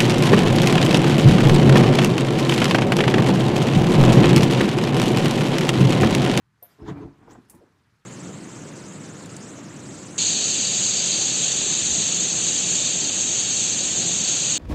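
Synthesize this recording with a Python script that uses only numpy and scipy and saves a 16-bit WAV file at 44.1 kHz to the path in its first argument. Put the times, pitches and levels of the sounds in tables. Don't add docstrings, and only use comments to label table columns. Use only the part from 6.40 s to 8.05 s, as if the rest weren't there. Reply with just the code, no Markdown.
import sys
import numpy as np
from scipy import signal
from scipy.fft import rfft, irfft, next_fast_len
from scipy.io import wavfile
from scipy.ndimage import uniform_filter1d

SR = 44100
rng = np.random.default_rng(int(sys.argv[2]) if len(sys.argv) > 2 else 0)


def to_wav(s):
    ch = np.atleast_2d(s).T
    pcm = np.round(np.clip(ch, -1, 1) * 32767)
    wavfile.write(sys.argv[1], SR, pcm.astype(np.int16))


N = 72765


def undb(db):
    return 10 ** (np.asarray(db) / 20)


def unit(x):
    return x / (np.std(x) + 1e-12)


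def times():
    return np.arange(N) / SR


def curve(points, lag=0):
    s, db = np.array(points).T
    return undb(np.interp(times() - lag, s, db))


def burst(points, lag=0):
    t = times() - lag
    before, after = np.maximum(points[0][0] - t, 0), np.maximum(t - points[-1][0], 0)
    return curve(points, lag) * np.exp(-before / .015 - after / .07)


def decay(start, t60, rise=0.00034):
    age = np.maximum(times() - start, 0)
    return (1 - np.exp(-age / rise)) * 1000 ** (-age / t60)


def shaped(gain):
    size = next_fast_len(N)
    f = np.maximum(np.fft.rfftfreq(size, 1 / SR), 1)
    phases = np.exp(2j * np.pi * rng.random(len(f)))
    return unit(irfft(gain(f) * phases, size)[:N])


def noise(points):
    hz, db = np.array(points).T
    return shaped(lambda f: undb(np.interp(np.log(f), np.log(hz), db)) * np.minimum(f / hz[0], 1))


def resonance(hz, width):
    return shaped(lambda f: 1 / (1 + ((f - hz) / width) ** 2))


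def flicker(rate, depth_db):
    return undb(depth_db * np.tanh(shaped(lambda f: np.exp(-(f / rate) ** 2))))


def even(x):
    power = uniform_filter1d(x ** 2, int(.04 * SR))
    return unit(x / np.sqrt(power + 1e-12))


def patchy(x, rate, depth_db):
    size = next_fast_len(N)
    octaves = np.log2(np.maximum(np.fft.rfftfreq(size, 1 / SR), 1) / 500)
    place = np.clip(3 * octaves, 0, 15)
    spectrum = rfft(x, size)
    bands = [irfft(spectrum * np.maximum(1 - abs(place - k), 0), size)[:N] for k in range(16)]
    return unit(sum(band * flicker(rate, depth_db) for band in bands))


def puff(x, s, half_length):
    bell = np.exp(-((times() - s) / half_length) ** 2 / 2)
    return x * bell * np.linalg.norm(bell) / np.linalg.norm(x * bell)


def garage(x, echo_db):
    tail = rng.standard_normal(N) * decay(start=0.0067, t60=0.2)
    return x + undb(echo_db) * signal.fftconvolve(x, tail / np.linalg.norm(tail))[:N]


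def background():
    # (frequency [Hz], level [dB])
    rumble_tone = [(25, -14), (60, -5), (120, 6.5), (220, -6.5), (350, -12.5), (600, -31.5), (1000, -14),
                   (1700, -15.5), (2800, -27), (6000, -33), (10000, -37.5), (15000, -43.5)]
    return undb(-67) * noise(rumble_tone) + undb(-81.5) * resonance(hz=117, width=9)


def clicks():
    # (time [s], level [dB])
    scrapes = [(1.086, -67.5), (1.0974, -43.5), (1.103, -59), (1.148, -56.5), (1.151, -68)]
    # (frequency [Hz], level [dB])
    scrape_tone = [(1000, -22), (2300, -13.5), (3300, -20.5), (5500, -12.5), (6800, -6), (9500, -1.5),
                   (12000, -6), (14000, -11), (15500, -6.5)]
    power = sum((undb(db) * decay(s, t60=0.087)) ** 2 for s, db in scrapes)
    return noise(scrape_tone) * np.sqrt(power)


def rod():
    # (frequency [Hz], level [dB])
    knock_tone = [(200, -28.5), (450, -8.5), (570, -1.5), (690, 0), (800, -9), (980, -13.5), (1200, -33),
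                  (4000, -27.5), (9000, -41)]
    # (frequency [Hz], level [dB], time to fade by 60 dB [s])
    rod_notes = [(9100, -22, 0.043), (10750, -10.5, .085), (10500, -14, 0.12), (12990, 4, 0.066),
                 (12700, -3, 0.048), (13430, -16, 0.077), (13400, -11, 0.067), (13700, -8, 0.098),
                 (14700, -12, 0.042)]
    # (time [s], level [dB])
    clinks = [(0.2267, -40.5), (0.2365, -62)]
    rattle_share = .7
    out = undb(-43) * noise(knock_tone) * decay(start=.2225, t60=0.088, rise=0.0037)
    for hz, note_db, t60 in rod_notes:
        pure = np.sqrt(2) * np.sin(2 * np.pi * (hz * times() + rng.random()))
        ring = (1 - rattle_share) * pure + rattle_share * resonance(hz, width=120)
        out += undb(note_db) * ring * sum(undb(db) * decay(s, t60) for s, db in clinks)
    ticks = resonance(hz=13500, width=1900) * sum(undb(db) * decay(s, t60=0.016) for s, db in clinks)
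    return out + undb(-14) * ticks


def spits():
    # (time [s], level [dB], pitch [Hz])
    fuel_spits = [(.312, -72, 4820), (.427, -72, 5200), (0.576, -62, 2330), (.587, -82, 14200),
                  (.628, -74, 6350), (.908, -76, 14700)]
    return sum(undb(db) * puff(resonance(hz, .028 * hz), s, half_length=0.012)
               for s, db, hz in fuel_spits)


def flaps():
    # (time [s], half-length [s], level [dB], lower edge [Hz], upper edge [Hz])
    pockets = [(0.433, 0.013, -41.5, 50.5, 105), (0.495, 0.012, -33, 302, 389),
               (.515, 0.019, -34, 127, 159), (0.57, .011, -49.5, 704, 1350),
               (0.654, 0.0041, -39, 55.7, 153), (0.884, 0.0069, -48.5, 344, 1060),
               (0.926, 0.0077, -53.5, 89, 510), (0.958, 0.005, -47, 178, 1280),
               (.985, 0.0047, -42.5, 130, 300), (1.143, 0.0075, -55, 278, 1080),
               (1.152, 0.0058, -48, 80, 302), (1.222, 0.0091, -52, 297, 565)]
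    out = np.zeros(N)
    for s, half_length, db, low, high in pockets:
        band = shaped(lambda f: 1 / np.sqrt((1 + (f / high) ** 14) * (1 + (low / f) ** 8)))
        out += undb(db) * puff(band, s, half_length)
    return out


def flares():
    # (time [s], rise [s], fall [s], rush level [dB], hiss level [dB], hiss pitch [Hz])
    catches = [(.491, 0.014, 0.011, -41, -60.5, 6570), (0.914, 0.01, 0.015, -53, -58, 6400)]
    # (frequency [Hz], level [dB])
    rush_tone = [(150, -29), (350, -6), (550, -13.5), (950, 9), (1250, -3.5), (1650, 1.5), (2400, -13),
                 (3500, -8), (5200, -21.5), (7200, -17.5), (8500, -37), (15000, -38)]
    roundness, octaves_per_s = 0.92, 12
    out = np.zeros(N)
    for s, rise, fall, rush_db, hiss_db, hz in catches:
        age = times() - s
        from_peak = np.where(age < 0, age / rise, age / fall)
        swell = np.exp(roundness - np.hypot(roundness, from_peak))
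        pitch = hz * 2 ** (octaves_per_s * np.clip(age, -.03, .02))
        hiss = unit(resonance(hz=0, width=965) * np.cos(2 * np.pi * np.cumsum(pitch) / SR))
        rush = patchy(noise(rush_tone), rate=60, depth_db=2)
        out += swell * (undb(rush_db) * rush + undb(hiss_db) * hiss * flicker(rate=250, depth_db=4))
    return out


def torch():
    # (frequency [Hz], level [dB])
    flame_tone = [(25, -8), (70, -1), (150, 2.5), (280, 2), (430, -1.5), (520, -11.5), (950, -7),
                  (1400, -16), (2500, -25.5), (8000, -71)]
    sizzle_tone = [(200, 2), (750, -1), (1500, 3), (2700, -5.5), (5000, -8.5), (7500, -12.5), (11000, -19),
                   (15000, -26.5)]
    # (time [s], level [dB])
    flame_levels = [(.2, -83), (.3, -70.5), (.72, -58), (.78, -59), (.825, -51), (.86, -55), (.89, -48.5),
                    (.97, -51), (1.02, -60), (1.075, -67), (1.15, -54.5), (1.24, -62), (1.29, -66),
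                    (1.37, -69.5), (1.5, -80)]
    sizzle_levels = [(.1, -82), (.21, -72), (.235, -66), (.34, -63), (.4, -67), (.7, -70), (1.0, -67.5),
                     (1.3, -71.5), (1.64, -72.5)]
    flame = even(noise(flame_tone)) * burst(flame_levels) * flicker(rate=55, depth_db=2.5)
    sizzle = patchy(noise(sizzle_tone), rate=35, depth_db=4) * curve(sizzle_levels)
    return flame + sizzle


def fireball():
    # (time [s], level [dB])
    levels = [(.375, -85), (.388, -50.5), (.41, -45.5), (.428, -42.5), (.455, -43.5), (.495, -34.5),
              (.545, -43), (.578, -37), (.603, -40), (.625, -39.5), (.662, -39.5), (.71, -53), (.75, -64)]
    # (frequency [Hz], level [dB])
    roar_tone = [(25, -38), (45, -25), (85, 2.5), (160, -4.5), (250, -9.5), (330, -2), (435, -14.5),
                 (480, -16.5), (800, -16), (2000, -77)]
    top_tone = [(300, -5), (520, -2.5), (1000, 4.5), (1400, -4), (2000, -11), (3000, -17.5), (4500, -20.5),
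                (6800, -35), (9000, -35), (15000, -49)]
    # (frequency [Hz], width [Hz], level [dB])
    room_notes = [(99.4, 23, -7), (142.3, 12, -4), (204.3, 6.5, -7.5), (248, 18, -12), (282.4, 4.5, 1),
                  (338, 10, -4), (423.8, 7.2, -1)]
    roar = undb(-2) * even(noise(roar_tone)) * flicker(rate=42, depth_db=0.5)
    top = undb(-13.5) * patchy(noise(top_tone), rate=30, depth_db=3.5) * flicker(rate=48, depth_db=4)
    boom = undb(1) * even(sum(undb(db) * resonance(hz, width) for hz, width, db in room_notes))
    return (roar + top) * burst(levels) + boom * burst(levels, lag=0.004)


def scene():
    fire = fireball() + garage(flares() + torch(), echo_db=-12.5) + garage(flaps() + spits(), echo_db=-8)
    metal = garage(rod(), echo_db=-7.5) + garage(clicks(), echo_db=-11)
    return (fire + metal + background())[None]


def record(dry):
    low_cut = signal.butter(4, 38, "high", fs=SR, output="sos")
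    high_cut = signal.ellip(8, .2, 70, 15300, fs=SR, output="sos")
    return signal.sosfilt(high_cut, signal.sosfilt(low_cut, dry))


dry = scene()
out = record(dry)
to_wav(out)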